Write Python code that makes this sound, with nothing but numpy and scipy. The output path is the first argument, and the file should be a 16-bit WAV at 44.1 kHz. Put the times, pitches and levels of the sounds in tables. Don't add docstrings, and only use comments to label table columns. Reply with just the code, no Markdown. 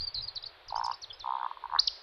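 import sys
import numpy as np
from scipy import signal
from scipy.fft import rfft, irfft
from scipy.io import wavfile
from scipy.ndimage import uniform_filter1d

SR = 44100
rng = np.random.default_rng(int(sys.argv[2]) if len(sys.argv) > 2 else 0)


def invert_db(x):
    u = np.asarray(x, float) / 20
    return 10 ** u


def to_wav(s):
    ch = np.atleast_2d(s).T
    pcm = np.round(np.clip(ch, -1, 1) * 32767)
    wavfile.write(sys.argv[1], SR, pcm.astype(np.int16))


N = 89434
T = np.arange(N) / SR
OPPOSITE_SIDES = np.array([[1], [-1]])


def rms_one(x):
    return x / np.sqrt(np.mean(x ** 2) + 1e-20)


def along(curve, t=T):
    return np.interp(t, *np.transpose(curve))


def drift(rate_hz):
    r = np.exp(-2 * np.pi * rate_hz / SR)
    wander = signal.lfilter([1], [1, -2 * r, r * r], rng.standard_normal(N + SR))
    return rms_one(wander[SR:])


def coloured(spectrum):
    hz, db = np.transpose(spectrum)
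    grid = np.maximum(np.arange(N // 2 + 1) * SR / N, 1)
    gain = invert_db(np.interp(np.log(grid), np.log(hz), db))
    inside = (grid > hz[0]) * (grid < hz[-1])
    return rms_one(irfft(rfft(rng.standard_normal(N)) * gain * inside, N))


def smooth(curve):
    return uniform_filter1d(curve, size=60)


def whistle(points, trill_depth_hz=0, overtone_db=-70):
    trill_hz = 163.5
    s, hz, db = np.transpose(sorted(points))
    pitch = smooth(np.interp(T, s, hz)) + trill_depth_hz * np.sin(2 * np.pi * trill_hz * (T - s[0]))
    phase = 2 * np.pi * np.cumsum(pitch) / SR
    sounding = (T >= s[0]) * (T <= s[-1])
    height = smooth(invert_db(np.interp(T, s, db)) * sounding)
    return height * (np.sin(phase) + invert_db(overtone_db) * np.sin(2 * phase))


def songbird():
    # trill_depth_hz, then points of time_s, pitch_hz, level_db (peak, before the flutter)
    song_notes = [(0, [(.0, 4500, -32), (.004, 4690, -41), (.009, 4136, -29.5), (.013, 4800, -33),
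                  (.036, 4740, -30), (.050, 4720, -33), (.055, 4300, -52)]), (0, [(.067, 4450, -52),
                  (.072, 4800, -30), (.080, 4450, -26), (.086, 4700, -44), (.0885, 4400, -34),
                  (.091, 4200, -55)]), (190, [(.141, 5700, -58.5), (.145, 5150, -29), (.150, 4303, -30),
                  (.165, 4280, -32.5), (.19, 4035, -31), (.205, 3924, -47), (.210, 4080, -29.5),
                  (.214, 4270, -46)]), (40, [(.215, 5005, -49), (.225, 5150, -41), (.229, 4800, -33),
                  (.236, 4795, -42), (.242, 4750, -31.5), (.249, 4900, -42), (.253, 4585, -38),
                  (.257, 4540, -50)]), (0, [(.274, 4750, -46.5), (.279, 4920, -38), (.287, 4095, -30),
                  (.291, 4760, -38.5), (.296, 4220, -40), (.299, 3924, -58)]), (130, [(.352, 4943, -47.5),
                  (.356, 5906, -49), (.360, 4570, -34.5), (.367, 4440, -32), (.372, 3953, -33.5),
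                  (.379, 4000, -32.5), (.384, 3105, -51.5)]), (0, [(.4245, 5160, -51), (.427, 4500, -38),
                  (.431, 5260, -44), (.436, 4200, -60)]), (0, [(.436, 3300, -48), (.440, 3880, -37),
                  (.444, 4180, -37.5), (.446, 4250, -55)]), (200, [(.456, 4600, -52), (.461, 4750, -34),
                  (.468, 4500, -34), (.472, 4300, -38), (.476, 5300, -52)]), (120, [(.682, 6010, -53),
                  (.686, 5220, -40), (.691, 4580, -41.5), (.696, 4800, -43), (.703, 3910, -36),
                  (.708, 3730, -66)]), (0, [(.703, 5710, -58.5), (.709, 5100, -50), (.715, 4170, -43),
                  (.718, 4230, -63.5)]), (79.8, [(.752, 4500, -51), (.758, 4780, -36), (.762, 5180, -36.5),
                  (.767, 4910, -45), (.771, 5110, -53.5)]), (0, [(.762, 3130, -57), (.768, 3087, -48.5),
                  (.774, 3100, -53.5)]), (0, [(.763, 5470, -49), (.767, 6300, -52.5), (.774, 6300, -52)]),
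                  (0, [(.779, 5190, -47), (.784, 5350, -37.5), (.790, 5230, -48), (.796, 5410, -44),
                  (.799, 5420, -61)]), (0, [(.802, 3510, -60), (.810, 4280, -52), (.816, 4530, -67)]),
                  (80, [(.837, 5470, -50.5), (.842, 5296, -33), (.848, 5205, -32.5), (.854, 4550, -36.5),
                  (.858, 5035, -33.5), (.862, 3800, -47), (.867, 3430, -47.5)]), (0, [(.837, 5800, -54),
                  (.843, 6400, -49), (.847, 6750, -55.5)]), (0, [(.859, 6600, -57), (.863, 5910, -41),
                  (.867, 5220, -41.5), (.871, 4710, -48), (.876, 5100, -59)]), (0, [(.911, 4335, -50),
                  (.915, 4800, -37), (.919, 4950, -39), (.922, 5700, -48), (.929, 5200, -50)]),
                  (0, [(.919, 3047, -45.5), (.930, 2550, -55)]), (200, [(.932, 3500, -48.5),
                  (.938, 4267, -42.5), (.942, 4640, -37), (.947, 5250, -42), (.952, 5020, -47),
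                  (.956, 5020, -53.5)]), (0, [(1.017, 5890, -54), (1.022, 5780, -41), (1.029, 4740, -38.5),
                  (1.034, 4265, -42.5), (1.039, 4440, -36.5), (1.045, 3750, -38), (1.050, 3170, -48.5)]),
                  (0, [(1.099, 3310, -54), (1.105, 3390, -35), (1.109, 3580, -39), (1.112, 3100, -37.5),
                  (1.119, 3260, -49.5)]), (0, [(1.128, 5400, -54), (1.132, 4980, -42), (1.140, 5000, -43),
                  (1.143, 5200, -50), (1.151, 5150, -53)]), (0, [(1.099, 4500, -54), (1.102, 4350, -49),
                  (1.106, 4200, -58)]), (0, [(1.194, 6100, -60), (1.200, 5320, -43.5), (1.205, 4315, -43),
                  (1.209, 4100, -39), (1.215, 3670, -44), (1.224, 3480, -44), (1.232, 3700, -50)])]
    overtone_db = -47.5
    notes = sum(whistle(points, depth, overtone_db) for depth, points in song_notes)
    flutter_db = 1.56 * uniform_filter1d(drift(190), size=50)
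    return notes * invert_db(flutter_db)


def trees(x, t60_s, level_db, side_db):
    onset_s, treble_cut_hz = 0.00067, 8400
    lag = np.arange(SR) / SR
    decay = invert_db(-60 * lag / t60_s) * (1 - np.exp(-lag / onset_s))
    mid, side = rng.standard_normal((2, SR)) * decay
    tails = (mid + invert_db(side_db) * side * OPPOSITE_SIDES) / np.sqrt(np.sum(mid ** 2))
    scattered = invert_db(level_db) * signal.fftconvolve(x[None], tails, axes=1)[:, :N]
    return signal.sosfilt(signal.butter(8, treble_cut_hz, fs=SR, output="sos"), scattered)


def hush():
    # (per Hz, relative)
    hush_colour = [(150, -21.5), (230, -26.5), (320, -12.5), (400, -6.5), (700, -4.5), (1000, -4.5),
                   (1600, -8), (2900, -11.5), (4300, -10), (5300, -29), (6300, -39), (7000, -67)]
    level_db, patchy_db, side_db = -57.5, 0.6, -27
    stereo = coloured(hush_colour) + invert_db(side_db) * coloured(hush_colour) * OPPOSITE_SIDES
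    return invert_db(level_db + patchy_db * drift(14)) * stereo


def rumble(treble):
    # (per Hz, relative)
    rumble_colour = [(12, -11.5), (22, 10), (33, -19.5), (90, -6), (140, -16.5), (200, -32), (300, -44)]
    # time_s, level_db
    full_swell = [(0, -43.5), (.3, -47.5), (.45, -50), (.85, -50.5), (1.1, -55), (1.8, -57), (2.02, -55.5)]
    knee_db, swell_s, lumps_db, lumps_hz, side_db = -49.5, 0.05, 2.0, 12, -40
    pressed = np.tanh(np.abs(treble) / invert_db(knee_db))
    swell = uniform_filter1d(pressed, int(swell_s * SR))
    mid = rms_one(coloured(rumble_colour) * invert_db(lumps_db * drift(lumps_hz)))
    side = invert_db(side_db) * coloured(rumble_colour) * OPPOSITE_SIDES
    return invert_db(along(full_swell)) * swell * (mid + side)


def far_chorus():
    # (per Hz, relative)
    chorus_colour = [(2600, -55), (3100, -10.5), (3500, -5), (4000, -14.5), (4700, -45)]
    # time_s, level_db
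    chorus_level = [(0, -63), (1.0, -79), (1.25, -60), (1.5, -61), (1.8, -79.5)]
    return invert_db(along(chorus_level)) * coloured(chorus_colour)


def deep_drone():
    # (per Hz, relative)
    drone_colour = [(12, -9.5), (30, -2), (55, -1.5), (120, -17), (200, -46.5)]
    # time_s, level_db
    drone_level = [(0, -87), (.6, -69), (1.55, -77), (1.8, -61), (2.02, -72.5)]
    return invert_db(along(drone_level)) * coloured(drone_colour)


def airy_hiss():
    # (per Hz, relative)
    air_colour = [(6000, -9), (7500, -3.5), (10000, -1.5), (13000, 0), (15600, -8.5)]
    return invert_db(-86.5) * coloured(air_colour)


def pulse_times(closing_tick_s):
    # first_pulse_s, last_pulse_s, gap_shortening (share over the roll)
    rolls = [(0.7076, 0.9144, 0.13), (1.2456, 1.4143, 0.02), (1.4315, 1.4641, -.27),
             (1.6262, 1.6573, -0.33), (1.7243, 1.7749, 0.13)]
    pulses_per_roll = (13, 12, 3, 3, 5)
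    lone_pulses = [1.5141, 1.5727, 1.6997, 1.7160]
    times = list(lone_pulses) + [closing_tick_s]
    for (first, last, shrink), count in zip(rolls, pulses_per_roll):
        u = np.linspace(0, 1, count)
        times += list(first + (last - first) * (u + shrink / 2 * u * (1 - u)))
    return times


def grunts():
    # time_s, level_db (pulse peak before spread and low cut), pitch_hz (throat resonance)
    effort = [(.7076, -37, 1027), (.726, -24.5, 827), (.76, -21, 928), (0.831, -23.5, 930),
              (.882, -23, 940), (.914, -22, 1023), (1.245, -28, 992), (1.277, -21.5, 972),
              (1.34, -21.5, 985), (1.40, -27.5, 900), (1.431, -21, 974), (1.464, -22, 1013),
              (1.514, -26.5, 1024), (1.573, -32.5, 1028), (1.626, -44, 960), (1.64, -28.5, 1023),
              (1.656, -28, 976), (1.70, -33, 1004), (1.715, -37.5, 1000), (1.725, -24, 1010),
              (1.741, -19, 994), (1.762, -18, 1024), (1.775, -37.5, 1130), (1.787, -28.5, 1220)]
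    # time_s, level_db (against the main one, before spread)
    upper_level = [(.70, -22), (.915, -18.5), (1.24, -28.5), (1.37, -22.5), (1.39, -8), (1.47, -21.5),
                   (1.79, -15.5)]
    rise_s, sharpness, sag = 0.0044, 17.9, 0.02
    longer_per_db, full_pulse_db = 0.03, -18.5
    closing_tick_s, tick_length = 1.7868, 0.55
    jitter_s, level_spread_db, pitch_spread, length_spread = 0.00005, 1.0, 0.02, 0.1
    upper_spread_db, phase_spread_rad, upper_ratio, low_cut_hz = 4.0, 0.2, 1.513, 544
    times = pulse_times(closing_tick_s)
    s, db, hz = np.transpose(effort)
    out = np.zeros(N + SR)
    for t, chances in zip(times, rng.standard_normal((len(times), 6))):
        late, loud, turn, high, long, bright = chances
        level_db = np.interp(t, s, db)
        pitch = np.interp(t, s, hz) * (1 + pitch_spread * high)
        rise = rise_s * np.exp(length_spread * long + longer_per_db * (full_pulse_db - level_db))
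        if t == closing_tick_s:
            rise = rise_s * tick_length
        age = np.arange(1200) / SR / rise
        shape = (age * np.exp(1 - age)) ** sharpness
        sagging_age = (age - 1) - sag / 2 * (age - 1) ** 2
        phase = 2 * np.pi * pitch * rise * sagging_age + phase_spread_rad * turn
        upper_gain = invert_db(along(upper_level, t) + upper_spread_db * bright)
        upper = upper_gain * shape * np.cos(upper_ratio * phase)
        pulse = shape * (np.cos(phase) + upper)
        i = int((t - rise + jitter_s * late) * SR)
        out[i:i + len(age)] -= invert_db(level_db + level_spread_db * loud) * pulse
    return signal.sosfilt(signal.butter(2, low_cut_hz, "high", fs=SR, output="sos"), out[:N])


def high_slide():
    # time_s, pitch_hz, level_db (peak)
    slide = [(.850, 9870, -65), (.859, 9300, -62), (.864, 7680, -50), (.869, 6380, -53)]
    return whistle(slide)


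def squeak():
    # time_s, pitch_hz, level_db (peak, before the flutter)
    sweeps = [
        [(1.782, 2600, -52), (1.7872, 3400, -43), (1.789, 3680, -22), (1.7925, 4150, -17.5),
         (1.794, 4350, -12.3), (1.798, 4750, -12), (1.801, 5250, -20), (1.802, 5450, -42), (1.803, 5600, -25),
         (1.806, 5950, -48)],
        [(1.8715, 6050, -50), (1.874, 5550, -27), (1.877, 4850, -14.5), (1.8782, 4500, -19.5),
         (1.8812, 3750, -21), (1.883, 3200, -28), (1.8852, 2950, -30), (1.8865, 2750, -50)],
        [(1.878, 4750, -40), (1.8797, 4550, -25), (1.882, 4350, -23), (1.8835, 4150, -42)],
    ]
    return sum(whistle(points) for points in sweeps) * invert_db(0.6 * drift(340))


def leaf_scatter(x):
    return np.gradient(x) * SR / (2 * np.pi * 4300)


def scene():
    song, grunt, squeaks = songbird(), grunts(), squeak()
    tails = trees(song, t60_s=0.24, level_db=-12.5, side_db=-10)
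    tails = tails + trees(grunt, t60_s=0.2, level_db=-12, side_db=-21)
    tails = tails + trees(leaf_scatter(squeaks), t60_s=0.53, level_db=-14, side_db=-10)
    birds = song + grunt + high_slide() + squeaks + tails
    pan_db = [[-0.2], [0.2]]
    background = hush() + rumble(song + squeaks) + far_chorus() + deep_drone() + airy_hiss()
    return birds * invert_db(pan_db) + background


def roll_off(x):
    return signal.sosfilt(signal.butter(12, 15700, fs=SR, output="sos"), x)


def record(dry):
    return roll_off(dry)


dry = scene()
out = record(dry)
to_wav(out)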